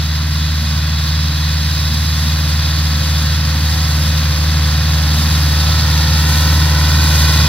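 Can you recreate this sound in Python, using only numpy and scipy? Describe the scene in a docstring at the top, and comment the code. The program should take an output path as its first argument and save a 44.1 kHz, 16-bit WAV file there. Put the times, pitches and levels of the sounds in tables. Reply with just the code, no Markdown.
"""The exhaust of a four-cylinder diesel tractor drones as it slowly approaches, mowing hay.
Periodic firing drives the drone and the knock of the block; the governor hunts, so their pitch wavers.
The cooling fan whines at its blade rate, the mower's steel rings in its modes and cut stalks hiss.
As the tractor nears, an echo off the ground interferes with the direct sound and hollows the middle."""
import sys
import numpy as np
from scipy.fft import rfft, irfft, next_fast_len
from scipy.io import wavfile
from scipy.ndimage import uniform_filter1d, map_coordinates

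SR = 44100
rng = np.random.default_rng(int(sys.argv[2]) if len(sys.argv) > 2 else 0)


def persist_wave(psi):
    """Save psi, clipped to +-1, as 16-bit WAV."""
    counts = np.round(np.clip(psi, -1, 1) * 32767).astype(np.int16)
    wavfile.write(sys.argv[1], SR, np.atleast_2d(counts).T)


N = 329868

# Two microphone ports. Each row: frequency in Hz, then the quantity noted.
PORT_BALANCE = [(150, 0), (350, -1), (900, .7), (1700, .5), (2300, 4), (3050, 6), (3650, 1.5), (4500, -6),
                (5000, -7.5), (6000, -2), (8500, -2), (9800, 4.5), (12400, 11.5), (15500, 12.5)]  # left minus right in dB
PORT_PHASE = [(100, 0), (1400, .2), (2100, .8), (2900, .6), (3300, -.2), (4300, .7), (5100, 3.05),
              (5700, 3.8), (6700, 3), (8300, 3.6), (9300, 3), (15000, 3.8)]  # lead of the left in radians
PORT_COHERENCE = [(150, .999), (1000, .97), (1900, .87), (2250, .55), (3050, .45), (3450, .82), (5500, .8),
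                  (6100, .2), (6700, .85), (8000, .78), (8750, .3), (9400, .75), (11000, .45), (15000, .35)]  # coherence from 0 to 1
# Ground reflection. Each row: time in seconds, strength from 0 to 1, delay in seconds.
GROUND_ECHO = [(0, .03, .00235), (5, .08, .0023), (5.7, .22, .00222), (6.15, .55, .00219),
               (6.8, .52, .00212), (7.2, .48, .00206), (7.48, .45, .00204)]
# Passband of the echo. Each row: frequency in Hz, gain.
ECHO_BAND = [(300, 0), (700, .7), (1100, 1), (1900, 1), (2500, .6), (3600, 0)]
# Fan whine. Each row: time in seconds, relative level in dB.
FAN_LEVELS = [(0, -53.5), (2.1, -46), (4.5, -39), (4.95, -45.5), (5.8, -40.5), (7.48, -41)]
# Work of the cutter. Each row: time in seconds, extra rattle in dB, extra ringing in dB.
CUTTER_LOAD = [(0, -0.8, -1.5), (1.6, 0.5, 2), (3.5, 0.1, -1.5), (4.9, -.8, -1), (5.9, 0.7, 2.5),
               (6.7, -0.4, -1), (7.48, 1, 4.5)]
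# Cutter bar resonances. Each row: frequency in Hz, nominal width in Hz, relative level in dB.
BAR_MODES = [(2492, 68, -5.5), (2965, 70, -9), (3350, 67, -2), (3462, 23, 3.5), (3840, 136, 2),
             (3967, 50, 3), (4130, 33, 3), (4354, 124, -1), (5150, 42, 3)]
# Swells. Each row: middle in seconds, length in seconds, extra level in dB.
THICK_GRASS = [(2.1, 0.75, 3.5), (3.08, 0.31, 3), (3.901, 0.46, 3), (5.27, 0.44, 2.6), (6.377, 0.38, 5.5),
               (7.177, 0.33, 5)]
COVER_SURGES = [(.65, 0.3, 7), (1.9, .22, 8.5), (2.28, .28, 8.5), (5.08, .3, 5), (6.25, .2, 4),
                (7.42, 0.27, 6)]
# Noise spectra. Each row: frequency in Hz, relative spectral density in dB.
STALK_SPECTRUM = [(1500, -6.5), (4000, 3), (6500, 6), (8700, -0.5), (9400, -1), (11000, 3), (11600, -0.5),
                  (12400, 0), (14000, -3.5), (16000, -12)]
STEEL_SPECTRUM = [(1500, -21), (3050, -10), (3450, -2.5), (3620, -3), (3900, -2), (4150, -5.5), (4450, 0),
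                  (4800, -0.5), (5150, -1), (5550, -5.5), (6100, -8.5), (6650, -8.5), (8000, -18),
                  (11000, -21.5)]
CHASSIS_SPECTRUM = [(150, -10), (300, 4.5), (400, -3.5), (620, -1), (700, 0.5), (800, -1.5), (1100, -3.5),
                    (1500, -13), (3000, -37)]
BLOCK_SPECTRUM = [(200, -29), (450, -21), (580, -6.5), (700, -10), (900, -6), (1100, 1.1), (1250, -3),
                  (1540, 3), (1770, -.5), (1900, 2.5), (2080, -1), (2250, -7), (2500, -3), (5000, -18.5),
                  (9000, -46)]
PIPE_SPECTRUM = [(20, -31), (42, -20), (62, -8), (85, 3), (135, -2), (165, -4), (195, -5.5), (222, -3),
                 (255, -15), (310, -12.5), (345, -37), (440, -29), (520, -49), (1500, -75)]
# Line spectra. Each row: multiple of the firing rate, relative level in dB.
DRIVE_PARTIALS = [(1.2, -3.5), (1.44, 4.5)]
COVER_PARTIALS = [(2.84, -6), (2.88, -2)]
GEAR_PARTIALS = [(3.5, -0.5), (3.75, -3.5), (4, 1), (4.25, -6), (5, -9.5), (8, -2.5), (9.75, 0), (10, -3.5),
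                 (10.5, -5.5), (10.75, -2), (12.25, -7), (13, -2), (14, 0), (17, 3.5), (18, 1.5),
                 (19.67, 3.5), (24, 1.5), (32.27, 1.5)]
EXHAUST_PARTIALS = [(0.751, -35), (1, 0.5), (1.251, -21.5), (1.5, -46), (1.75, -12), (2, -7), (2.75, -32),
                    (3, -24.5)]
# Engine speed and the governor's swing about it. Each row: time in seconds, firings per second.
FIRING_RATE = [(0, 77.25), (1.3, 76.92), (2.6, 77.14), (4.3, 76.78), (5.6, 76.55), (7.48, 76.75)]
GOVERNOR_SWING = [(0, 0.33), (2.1, 0.37), (4.7, .95), (6.3, 0.37), (7.48, 0.61)]

# Each pair: relative level in dB at the start, power of 1 / distance by which the amplitude grows.
COVER_LEVEL, STALK_LEVEL = (-39, .48), (-41.5, 1.42)
STEEL_LEVEL, BAR_LEVEL = (-28, .92), (-29.5, .045)
CHASSIS_LEVEL, BLOCK_LEVEL = (-49.5, 2.2), (-30, .84)
EXHAUST_LEVEL = (-15.8, .76)


def amp(db):
    """Decibels to gain."""
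    return 10 ** (np.asarray(db) / 20)


def unit(x):
    """Scale to rms 1."""
    return x / np.sqrt(np.mean(x ** 2) + 1e-20)


def along(points, hz):
    """Interpolate (Hz, value) points on a log axis."""
    freqs, values = np.transpose(points)
    return np.interp(np.log(hz + 1), np.log(freqs + 1), values)


def curves(rows):
    """Interpolate each column after the time, one value per sample."""
    times, *columns = np.transpose(rows)
    return [np.interp(np.arange(N) / SR, times, column) for column in columns]


def swells(rows):
    """A sum of Gaussian bells in dB."""
    t = np.arange(N) / SR
    return sum(db * .5 ** ((2 * (t - middle) / length) ** 2) for middle, length, db in rows)


def wobble(rate):
    """A smooth random curve of rms 1, rate knots a second."""
    knots = rng.standard_normal(int(N * rate / SR) + 4)
    return unit(map_coordinates(knots, [np.arange(N) * rate / SR]))


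def filtered(x, response):
    """Linear filtering: multiply the spectrum by a frequency response."""
    size = next_fast_len(N + SR // 4)
    return irfft(rfft(x, size) * response(np.fft.rfftfreq(size, 1 / SR)), size)[..., :N]


def broad(spectrum):
    """Broadband response through (Hz, dB) points."""
    return lambda hz: amp(along(spectrum, hz))


def resonant(modes):
    """Response of independent modes, which add in power."""
    return lambda hz: np.sqrt(sum(amp(db) ** 2 / (1 + (2 * (hz - centre) / width) ** 2) ** 1.46
                                  for centre, width, db in modes))


def ports(direct, scattered, shape):
    """Partial coherence: both ports share the direct sound, but each has its own scattered sound."""
    sides = np.array([[.5], [-.5]])
    colour = lambda hz: shape(hz) * amp(sides * along(PORT_BALANCE, hz))
    coherence = lambda hz: along(PORT_COHERENCE, hz)
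    phase_shift = lambda hz: np.exp(1j * sides * along(PORT_PHASE, hz))
    shared = filtered(direct, lambda hz: colour(hz) * np.sqrt(coherence(hz)) * phase_shift(hz))
    diffuse = filtered(scattered, lambda hz: colour(hz) * np.sqrt(1 - coherence(hz)))
    return unit(shared + diffuse)


def rush(envelope, shape):
    """Amplitude-modulated, filtered stereo noise of rms 1."""
    noise = envelope * rng.standard_normal((3, N))
    return ports(noise[0], noise[1:], shape)


def tones(firings, partials, waver_db, lag):
    """Partials phase-locked to the crank; higher ones lag more, and each wavers in level."""
    return np.sqrt(2) * sum(
        amp(db + waver_db * wobble(5)) * np.cos(2 * np.pi * order * firings - lag * (order - 1) ** 2)
        for order, db in partials)


def bursts(firings, delay, decay):
    """Exponential decay once per firing; delay and decay are in firing periods."""
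    return unit(np.exp(-((firings - delay) % 1) / decay))


def approach(level, start_m=34, speed_m_per_s=2.345):
    """Level in dB under a power law of distance, for a steady approach."""
    start_db, power = level
    distance = start_m - speed_m_per_s * np.arange(N) / SR
    return start_db + power * 20 * np.log10(start_m / distance)


def crank(hunt_hz=3.55, slowing_hz_per_s=.2):
    """The firing count is the integral of a rate that the governor swings ever more slowly."""
    hunt_cycles = np.cumsum(hunt_hz - slowing_hz_per_s * np.arange(N) / SR) / SR
    rate = curves(FIRING_RATE)[0] + curves(GOVERNOR_SWING)[0] * np.cos(2 * np.pi * hunt_cycles)
    return np.cumsum(rate) / SR


def ground(direct):
    """Comb filtering: a sound interferes with its ground echo, whose treble the grass absorbs."""
    strength, delay_s = curves(GROUND_ECHO)
    reflected = filtered(direct, lambda hz: along(ECHO_BAND, hz))
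    n = np.arange(N)
    echo = np.array([np.interp(n - SR * delay_s, n, side) for side in reflected])
    return direct + strength * echo


def fan(firings, blades_per_firing=6.815, smoothing_s=.32, flutter_db=1.7):
    """A blade-passing tone; the belt and the fan's inertia smooth the crank's swings."""
    steadied = np.cumsum(uniform_filter1d(np.gradient(firings), int(smoothing_s * SR)))
    whine = np.sqrt(2) * np.sin(2 * np.pi * blades_per_firing * steadied + .28 * wobble(6))
    return amp(curves(FAN_LEVELS)[0] - 1.5 + flutter_db * wobble(8)) * whine


def mower_drive(firings, flutter_db=2.2):
    """Forced vibration: the drive hums, and its cover drones in two close tones that beat."""
    cover_db = approach(COVER_LEVEL) + swells(COVER_SURGES) + flutter_db * wobble(4)
    hum = amp(approach(EXHAUST_LEVEL) - 25) * tones(firings, DRIVE_PARTIALS, waver_db=4.5, lag=2.5)
    return hum + amp(cover_db - 4) * tones(firings, COVER_PARTIALS, waver_db=2.5, lag=2.02)


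def stalks():
    """Stalks fracture in random clumps; their snaps merge into a hiss, louder in thick grass."""
    snaps = amp(1.9 * wobble(1500) + .89 * wobble(70) + .75 * wobble(20))
    return amp(approach(STALK_LEVEL) + swells(THICK_GRASS) + 7) * rush(snaps, broad(STALK_SPECTRUM))


def cutter(firings):
    """Resonance: the steel rattles over a broad band and the bar rings in its modes."""
    rattle_db, ring_db = curves(CUTTER_LOAD)
    rattle = amp(.78 * np.cos(2 * np.pi * firings) + .67 * wobble(90) + .3 * wobble(14))
    steel = amp(approach(STEEL_LEVEL) + rattle_db + 2.02) * rush(rattle, broad(STEEL_SPECTRUM))
    bar = amp(approach(BAR_LEVEL) + ring_db) * rush(rattle, resonant(BAR_MODES))
    return steel + bar


def clatter(firings, blows, repeat_share, spectrum):
    """Cyclic noise: each cylinder's own knock returns every fourth firing, mixed with fresh noise."""
    cycle = firings / 4 % 1
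    cycle_samples = int(4 * N / firings[-1])
    signature = map_coordinates(rng.standard_normal(cycle_samples), [cycle * cycle_samples],
                                mode="grid-wrap")
    fresh = rng.standard_normal((3, N))
    direct = np.sqrt(repeat_share) * unit(signature) + np.sqrt(1 - repeat_share) * fresh[0]
    return ports(blows * direct, blows * fresh[1:], broad(spectrum))


def knock(firings):
    """Impact excitation: four unequal cylinders rattle the block and thud the chassis; gears add tones."""
    uneven = amp(.32 * np.sin(np.pi * firings / 2) + .6 * np.sin(np.pi * firings))
    block_blows = np.sqrt(uneven) * bursts(firings, delay=.68, decay=4)
    block = clatter(firings, block_blows, repeat_share=.26, spectrum=BLOCK_SPECTRUM)
    chassis_blows = uneven * bursts(firings, delay=.52, decay=.6)
    chassis = clatter(firings, chassis_blows, repeat_share=.61, spectrum=CHASSIS_SPECTRUM)
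    gears = tones(firings, GEAR_PARTIALS, waver_db=2.5, lag=2)
    block_db = approach(BLOCK_LEVEL) - .5
    gears_db = 2.13 * (block_db - block_db.mean()) - 48.5  # they come forward faster than the block
    return amp(block_db) * block + amp(approach(CHASSIS_LEVEL) + 6) * chassis + amp(gears_db) * gears


def exhaust(firings, left_lead_s=1e-4):
    """Periodic excitation: firing pulses drone in the pipe; no two burn alike, which adds a rumble."""
    drone = tones(firings, EXHAUST_PARTIALS, waver_db=.25, lag=1.39)
    # the pipe stands a little to the left, so its sound reaches that port first
    drone = filtered(drone, lambda hz: np.exp(np.array([[1j], [-1j]]) * np.pi * hz * left_lead_s))
    rumble = rush(bursts(firings, delay=.8, decay=1.8), broad(PIPE_SPECTRUM))
    return amp(approach(EXHAUST_LEVEL)) * (amp(-1.5) * drone + amp(-13.5) * rumble)


def scene():
    """Superposition of the tractor's sources, with one crankshaft timing all that turns."""
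    firings = crank()
    machine = knock(firings) + mower_drive(firings) + cutter(firings) + stalks()
    return exhaust(firings) + fan(firings) + ground(machine)


def record(dry, top_hz=15800):
    """Band limiting: an ideal low-pass filter removes the highest treble."""
    return filtered(dry, lambda hz: hz < top_hz)


dry = scene()
out = record(dry)
persist_wave(out)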